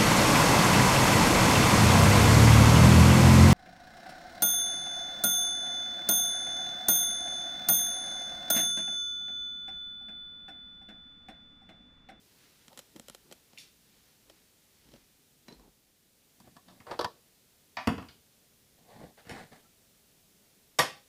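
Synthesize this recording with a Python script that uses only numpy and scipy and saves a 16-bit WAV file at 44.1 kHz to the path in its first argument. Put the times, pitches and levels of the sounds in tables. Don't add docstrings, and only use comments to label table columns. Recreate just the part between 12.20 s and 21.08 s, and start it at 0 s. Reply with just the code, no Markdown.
import sys
import numpy as np
from scipy import signal
from scipy.fft import rfft, irfft
from scipy.io import wavfile
from scipy.ndimage import uniform_filter1d

SR = 44100
rng = np.random.default_rng(int(sys.argv[2]) if len(sys.argv) > 2 else 0)


def wav_record(signal):
    frames = np.transpose(np.atleast_2d(signal))
    bounded = np.clip(frames, -1, 1)
    quanta = np.round(bounded * 32767).astype(np.int16)
    wavfile.write(sys.argv[1], SR, quanta)


N = 391608

# f/Hz, relative density/dB
HISS_SPECTRUM = [(12, -57), (20, -8), (103, -3), (153, -2), (213, -2), (245, -3.5), (362, -8), (393, -6),
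                 (452, -7.5), (491, -8.5), (1070, -17.5), (3540, -13.5), (13500, -15.5), (15500, -16)]
# t/s, gain/dB
HISS_DIP = [(0, -0.5), (3.2, -2), (3.7, -4.5), (4.2, -1.5), (8.88, -0.5)]
# f/Hz, t60/s, relative level/dB
ROOM_DECAY = [(100, 0.43, -4), (400, 0.34, 1.5), (1000, 0.29, 0.5), (4000, 0.34, 1), (12000, 0.22, -0.5)]

# t/s, level/dB
GRIP_LEVELS = [(0.0, -80), (0.05, -73), (0.32, -66), (0.62, -71), (0.72, -77.5), (0.9, -67), (1.02, -75),
               (1.11, -71), (1.28, -76), (1.41, -66), (1.54, -75.5), (1.9, -68.5), (1.98, -75), (2.5, -77),
               (2.75, -68), (2.85, -75), (3.19, -93), (3.31, -66), (3.37, -75), (3.7, -88)]
# t/s, level/dB
HAND_JOLTS = [(.92, -74), (1.11, -86), (1.62, -78), (2.1, -74), (2.75, -63), (3.31, -82), (3.41, -63)]
# t/s, hold/s, level/dB, upper band re level/dB
CASE_CREAKS = [(.52, .005, -69.5, 8), (0.573, .005, -66, -2), (0.764, 0.014, -54, -26),
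               (1.062, 0.037, -63.5, -14), (1.306, 0.1, -77.5, -5), (2.066, 0.06, -69, -12),
               (2.65, 0.037, -71, -12), (2.74, 0.0087, -59, -17), (3.3, 0.033, -57, -3.5),
               (3.396, 0.085, -65.5, -4.5)]
# t/s, level/dB, board rumble re level/dB
DRAGS = [
    [(4.17, -100, 8), (4.206, -66, 7), (4.228, -81, 12), (4.272, -64.5, 5), (4.344, -88, 19),
     (4.366, -62, 5), (4.42, -91, 5)],
    [(4.46, -77, 2), (4.49, -64.5, 2), (4.562, -68.5, 4), (4.655, -73, 2), (4.667, -55.5, -10),
     (4.72, -39.5, -22), (4.76, -53.5, -6), (4.785, -68, -7)],
    [(6.58, -67, -5), (6.636, -71, 1), (6.726, -56, -18), (6.76, -56.5, -4), (6.842, -54, 2.5),
     (6.908, -66, 4), (6.95, -100, 5)],
    [(6.96, -99, -9), (6.978, -56, -20), (7.048, -75, -4), (7.1, -54.5, -13), (7.114, -46.5, 6.5),
     (7.186, -50, -6), (7.216, -52, -2.5), (7.308, -77, 8), (7.328, -56.5, -2), (7.454, -76.5, 3),
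     (7.47, -74, -10)],
]
# scrape/dB, fizz/dB
DRAG_COLOURS = [(-6, -7), (-8.5, -13.5), (-11, -13), (-2, -7)]

# f/Hz, relative level/dB, t60/s
FAR_MODES = [(2150, -2, .03), (2450, -2, .03), (2700, 0, .04), (3600, 0, .02), (4300, 0, .02),
             (5300, -2, .015), (7000, 0, .008), (9500, -3, .006)]
TAP_MODES = [(230, 0, .05), (600, 0, .03), (1000, 0, .02), (1900, -2, .012), (4050, 0, .09),
             (5450, 2, .025), (7000, 0, .005)]
CASE_MODES = [(230, 0, .05), (560, 0, .03), (1400, 0, .015), (1850, -2, .012), (3250, 0, .012),
              (4100, -4, .014), (5300, -3, .006), (7800, 0, .003), (10500, -3, .002)]
HOUSE_MODES = [(95, -19, 0.051), (131, -23, 0.047), (167, 1.5, 0.09), (219.4, 2.5, 0.087), (257, -1, 0.071),
               (358, -3, 0.087), (486, 3.5, 0.079), (610, -0.5, 0.057), (750, -3, 0.11), (984, 2.5, 0.11),
               (1118, 3.5, 0.11), (1462, -4, 0.046), (1740, -4.5, 0.11), (1853, -6, 0.082),
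               (2100, -4.5, .04), (2560, -19, 0.02), (3297, -4.5, 0.039), (3670, -5, 0.024),
               (4240, 0, 0.028), (4620, 9.5, 0.02), (5440, 1, 0.023), (6890, 3, 0.012), (8300, 0, 0.0086)]
SET_DOWN_MODES = [(88, -10, 0.16), (161, 0, 0.16), (222, -0.5, .1), (388, -7, 0.069), (494, 1, 0.071),
                  (621, 1, 0.088), (805, -8, .04), (976, 1, 0.062), (1178, 5, .06), (1310, -7, 0.046),
                  (1542, -3, .05), (1762, -4, 0.036), (1898, 1, 0.063), (2051, -3, 0.062),
                  (2174, -3, 0.053), (2450, -11, 0.016), (3365, -3, 0.013), (3630, 2, 0.017),
                  (4520, 0, 0.015), (5655, -1, 0.014), (6600, 1, 0.0065), (8040, 1.5, 0.013)]
FAR_EDGES_HZ, CASE_EDGES_HZ = (2000, 3000, 6000, 12000), (130, 350, 800, 2500, 6000, 13000)
HOUSE_EDGES_HZ = (68, 300, 700, 1400, 2900, 5200, 12500)
SET_DOWN_EDGES_HZ = (68, 430, 700, 1400, 2900, 5200, 12500)

# t/s, level/dB, peak per band re level/dB (low to high), contact/ms, room send/dB
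FAR_BLOWS = [(1.375, -35, -3.5, -15, -17, 6.8, -1.8), (1.383, -36, -29, -5, -6, 19, 0.66)]
TAP_BLOWS = [(3.2825, -33.5, -11.5, -14, -11, -11, -17, 6.2, -10),
             (3.3252, -42, -4.5, -23, -14, -2.5, -18, 1.4, -11),
             (3.3962, -50, -6, -10, -5.5, -7, -15, 2.1, -22)]
SET_DOWN_BLOWS = [(8.587, -6, -37, -13, -9, -12, -39, -12, 17.5, -11),
                  (8.59, -5.5, -22.5, -22.5, -13.5, -9.5, -9.5, -11, 14.4, -5)]
# t/s, level/dB, thud and knock re level/dB, contact/ms
TICKS = [(0.4812, -34, -18.5, -22, 3.2), (0.5301, -44, -18, -10, 2.2), (0.5745, -28, -24, -25, 9.3),
         (0.591, -26, -31, -21.5, 6.2), (0.7616, -34.5, -9, -14, 7.3), (0.7972, -26.5, -19, -17.5, 1.7),
         (0.884, -27.5, -36, -17, 1.9), (0.8981, -25.5, -23.5, -22, 2), (0.9478, -28, -45, -17, 4.2),
         (1.113, -37, -17, -7.5, 9), (1.1247, -28.5, -25, -19.5, 4.7), (1.3331, -45.5, -9, -8, 1.4),
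         (2.098, -38.5, -29, -12, 8.4), (2.6885, -51, -2, -13, 1.6), (2.719, -51, -14, -10, 2.3),
         (2.7381, -42.5, -10, -6, 4.2), (2.7616, -48, -24, -7, 2.2)]
# t/s, wall level/dB, board, hollow, roof and edge re wall/dB, contact/ms, room send/dB
KNOCKS = [(4.2009, -52.5, -.5, -18, -12, -0.5, 4.3, -22), (4.2744, -55.5, 7, 2, -6, -13, 4.5, -24),
          (4.366, -47.5, -9, -22, -7, -4.5, 4.2, -13), (4.4826, -53, 0.5, -18, -7, 2, 7.6, -0.5),
          (4.6025, -50, -0.5, -6, 2.5, -6, 5.1, -8.5), (4.6672, -41, -18, -5, -23, -12, 7.2, -3),
          (4.7116, -30.5, -30, -2.5, -8.5, -7, 7.5, -10), (4.732, -42, -14, -20, -10, -11, 7.6, -14),
          (4.791, -23, -17.5, 0.5, -22, -3, 7.5, -10), (4.81, -25, -21.5, -4, -11, -6, 5.5, -9),
          (4.8447, -22.5, -15, -15, -6.5, -3, 6.4, -35), (5.5689, -25.5, -24, -24, 1, -5.5, 7.8, -2),
          (5.6725, -21.5, 6.5, -1, -1, -5.5, 5.1, -5.5), (5.7798, -39.5, 3, -.5, -0.5, -5, 6.5, -4),
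          (5.8248, -45, -5, -18, -1.5, -10.5, 4.5, -4), (5.886, -55.5, -2, -1, 6, 10.5, 7.5, -3),
          (6.8128, -65, 19, 20.5, -6, -3, 5.5, -15), (6.8357, -63.5, 19, 20.5, 8.5, 0, 6.5, -15),
          (7.051, -63, 6, 9, 11, -3, 4.5, -2), (7.0689, -59, 14.5, 2, 7, 4, 4.4, -9),
          (7.0938, -51.5, 7, 10.5, 15, 8.5, 3.7, 1), (7.3216, -69, -9, 14, -12, -9, 5, -10)]


def undb(db):
    return 10 ** (np.asarray(db) / 20)


def unit(x):
    return x / np.sqrt(np.mean(x ** 2))


def band(x, lo_hz, hi_hz):
    return signal.sosfilt(signal.butter(3, [lo_hz, hi_hz], "band", fs=SR, output="sos"), x)


def curve(rows):
    times_s, *columns = np.transpose(rows)
    return [np.interp(np.arange(N) / SR, times_s, db, left=-120, right=-120) for db in columns]


def walk(rate_hz):
    hold = int(SR / rate_hz)
    steps = np.repeat(rng.standard_normal(N // hold + 1), hold)
    return unit(uniform_filter1d(uniform_filter1d(steps, hold), hold)[:N])


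def swell(at_s, hold_s, db, rise_db_per_s, fall_db_per_s):
    t = np.arange(N) / SR - at_s
    return undb(db - rise_db_per_s * np.maximum(-t, 0) - fall_db_per_s * np.maximum(t - hold_s, 0))


def stick_slip(rate_hz, spread_db, smooth_gain):
    catches = (rng.random(N) < rate_hz / SR) * rng.standard_normal(N)
    catches *= undb(spread_db * rng.exponential(size=N))
    return unit(catches) + smooth_gain * rng.standard_normal(N)


def ring(modes, lo_hz, hi_hz):
    t = np.arange(SR // 10)[:, None] / SR
    hz, db, t60_s = np.tile(np.transpose([m for m in modes if lo_hz <= m[0] < hi_hz]), 3)
    neighbour = np.arange(len(hz)) >= len(hz) // 3
    hz = hz * (1 + np.where(neighbour, .03, .003) * rng.standard_normal(len(hz)))
    tones = np.sin(2 * np.pi * (hz * t + .2 * rng.random(len(hz)))) * np.exp(-np.log(1000) * t / t60_s)
    gains = undb(db - 1.96 * neighbour + 1.63 * rng.standard_normal(len(hz)))
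    return tones @ gains * np.cos(np.pi / 2 * t[:, 0] / t[-1])


def blows(rows, modes, edges_hz, crack_db, rise_contacts, ring_send, snap):
    direct, send = np.zeros((2, N + SR))
    t = np.arange(SR // 10) / SR
    rows = np.array(rows)
    contact_s = rows[:, -2:-1] / 1000
    force = rng.standard_normal((len(rows), len(t))) * np.exp(-t / contact_s)
    force *= np.clip(0.64 + t / (0.19 * contact_s), 0, 1)
    force[:, 0] = snap
    attacks = 1 - np.exp(-t / (rise_contacts * contact_s))
    for k, (lo_hz, hi_hz) in enumerate(zip(edges_hz, edges_hz[1:])):
        for row, crack, attack in zip(rows, band(force, lo_hz, hi_hz), attacks):
            at_s, db, *bands_db, _, send_db = row
            body = ring(modes, lo_hz, hi_hz) * attack
            body /= abs(body).max()
            crack = undb(crack_db) * crack / abs(crack).max()
            gain = undb(db + bands_db[k]) / abs(body + crack).max()
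            i = int(at_s * SR)
            direct[i:i + len(t)] += gain * (body + crack)
            send[i:i + len(t)] += gain * undb(send_db) * (ring_send * body + crack)
    return band(np.array([direct[:N], send[:N]]), 48, 18000)


def room(x):
    t = np.arange(SR * 3 // 5) / SR
    hz, t60_s, db = np.transpose(ROOM_DECAY)
    tail = 0
    for centre_hz in 60 * 2 ** np.arange(0, 8, .5):
        decay = np.exp(-np.log(1000) * t / np.interp(np.log(centre_hz), np.log(hz), t60_s))
        gain = undb(np.interp(np.log(centre_hz), np.log(hz), db))
        tail += gain * decay * band(rng.standard_normal(len(t)), centre_hz / 2 ** .25, centre_hz * 2 ** .25)
    tail *= np.clip(t / 0.0051 - .5, 0, 1)
    return signal.fftconvolve(x, tail / np.sqrt(np.sum(tail ** 2)))[:N]


def hiss(level_db=-63):
    bins_hz = np.maximum(np.arange(N // 2 + 1) * SR / N, 1)
    hz, db = np.transpose(HISS_SPECTRUM)
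    shape = undb(np.interp(np.log(bins_hz), np.log(hz), db))
    noise = unit(irfft(rfft(rng.standard_normal(N)) * shape, N))
    waver = band(noise, 44, 660) * (undb(0.53 * walk(3.4)) - 1)
    return (noise + waver) * undb(level_db + curve(HISS_DIP)[0])


def grip(rumble_db=-94.5, rub_db=-10.5, flutter_db=1.5):
    pressure = undb(curve(GRIP_LEVELS)[0] + flutter_db * walk(15))
    held = np.arange(N) / SR < GRIP_LEVELS[-1][0]
    jolts = sum(swell(at_s, 0, db, 154, 121) for at_s, db in HAND_JOLTS)
    rub = stick_slip(rate_hz=3000, spread_db=1.24, smooth_gain=1.0)
    low, high = unit(band(rub, 130, 460)), unit(band(rub, 460, 950))
    rumble = (undb(rumble_db) * held + jolts) * unit(band(rng.standard_normal(N), 36, 60.5))
    rubbing = undb(rub_db) * (low + 0.89 * high)
    rustle = unit(band(rub, 1280, 5800))
    creaks = sum(swell(at_s, hold_s, db, 609, 504) * (low + undb(high_db) * high)
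                 for at_s, hold_s, db, high_db in CASE_CREAKS)
    return rumble + creaks + pressure * (rubbing + rustle)


def far_clicks():
    return blows(FAR_BLOWS, FAR_MODES, FAR_EDGES_HZ,
                 crack_db=-1.5, rise_contacts=0.42, ring_send=0.39, snap=1.4)


def taps():
    return blows(TAP_BLOWS, TAP_MODES, CASE_EDGES_HZ,
                 crack_db=2, rise_contacts=0.34, ring_send=0.45, snap=3)


def case_ticks(middling_db=-35, send_db=-19):
    rows = []
    for at_s, db, thud_db, knock_db, contact_ms in TICKS:
        upper_db = np.array([-15, -8.5, -9.5]) + np.array([-0.33, -0.37, 0.18]) * (db - middling_db)
        rows.append((at_s, db, thud_db, knock_db, *upper_db, contact_ms, send_db))
    return blows(rows, CASE_MODES, CASE_EDGES_HZ, crack_db=0.5, rise_contacts=.3, ring_send=.6, snap=6)


def squeak(start_s=7.44, end_s=7.485, pitch_hz=1350, peak_db=-67):
    envelope = np.sin(np.pi * np.clip((np.arange(N) / SR - start_s) / (end_s - start_s), 0, 1))
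    hz = pitch_hz * (1 + 0.0104 * walk(80))
    return undb(peak_db) * envelope * np.sin(2 * np.pi * np.cumsum(hz) / SR)


def house_slides(middling_db=-55):
    rub = stick_slip(rate_hz=4000, spread_db=1.5, smooth_gain=.7) * undb(1.5 * walk(90))

    def resonance(lo_hz, hi_hz):
        return unit(signal.fftconvolve(rub, ring(HOUSE_MODES, lo_hz, hi_hz))[:N])

    board = unit(1.1 * resonance(60, 300) + unit(band(rub, 67, 292)))
    walls = unit(.5 * resonance(300, 1100) + unit(band(rub, 360, 906)))
    scrape = unit(0.38 * resonance(1100, 2300) + unit(band(rub, 1060, 1990)))
    fizz = unit(unit(band(rub, 2400, 4700)) + 0.5 * unit(band(rub, 6000, 9800)))
    out = 0
    for rows, (scrape_db, fizz_db) in zip(DRAGS, DRAG_COLOURS):
        db, board_db = curve(rows)
        fizz_gain = undb(fizz_db - 0.25 * np.maximum(db - middling_db, -20))
        out += undb(db) * (walls + undb(board_db) * board + undb(scrape_db) * scrape + fizz_gain * fizz)
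    return out


def house_knocks(instant_top_db=19.5, dulling_db_per_ms=4.5):
    rows = []
    for at_s, db, board_db, hollow_db, roof_db, edge_db, contact_ms, send_db in KNOCKS:
        top_db = edge_db + instant_top_db - dulling_db_per_ms * contact_ms
        rows.append((at_s, db, board_db, hollow_db, 0, roof_db, edge_db, top_db, contact_ms, send_db))
    return blows(rows, HOUSE_MODES, HOUSE_EDGES_HZ,
                 crack_db=3.0, rise_contacts=0.4, ring_send=0.4, snap=0.93)


def house_set_down():
    return blows(SET_DOWN_BLOWS, SET_DOWN_MODES, SET_DOWN_EDGES_HZ,
                 crack_db=-1.0, rise_contacts=0.84, ring_send=0.38, snap=0.57)


def scene(slide_send_db=-17):
    direct, send = case_ticks() + house_knocks() + taps() + far_clicks() + house_set_down()
    sliding = house_slides() + squeak()
    echoes = room(send + undb(slide_send_db) * sliding)
    return (direct + sliding + echoes + grip() + hiss())[None]


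def record(dry):
    return signal.sosfilt(signal.ellip(10, .2, 70, 15450, fs=SR, output="sos"), dry)


dry = scene()
out = record(dry)
wav_record(out)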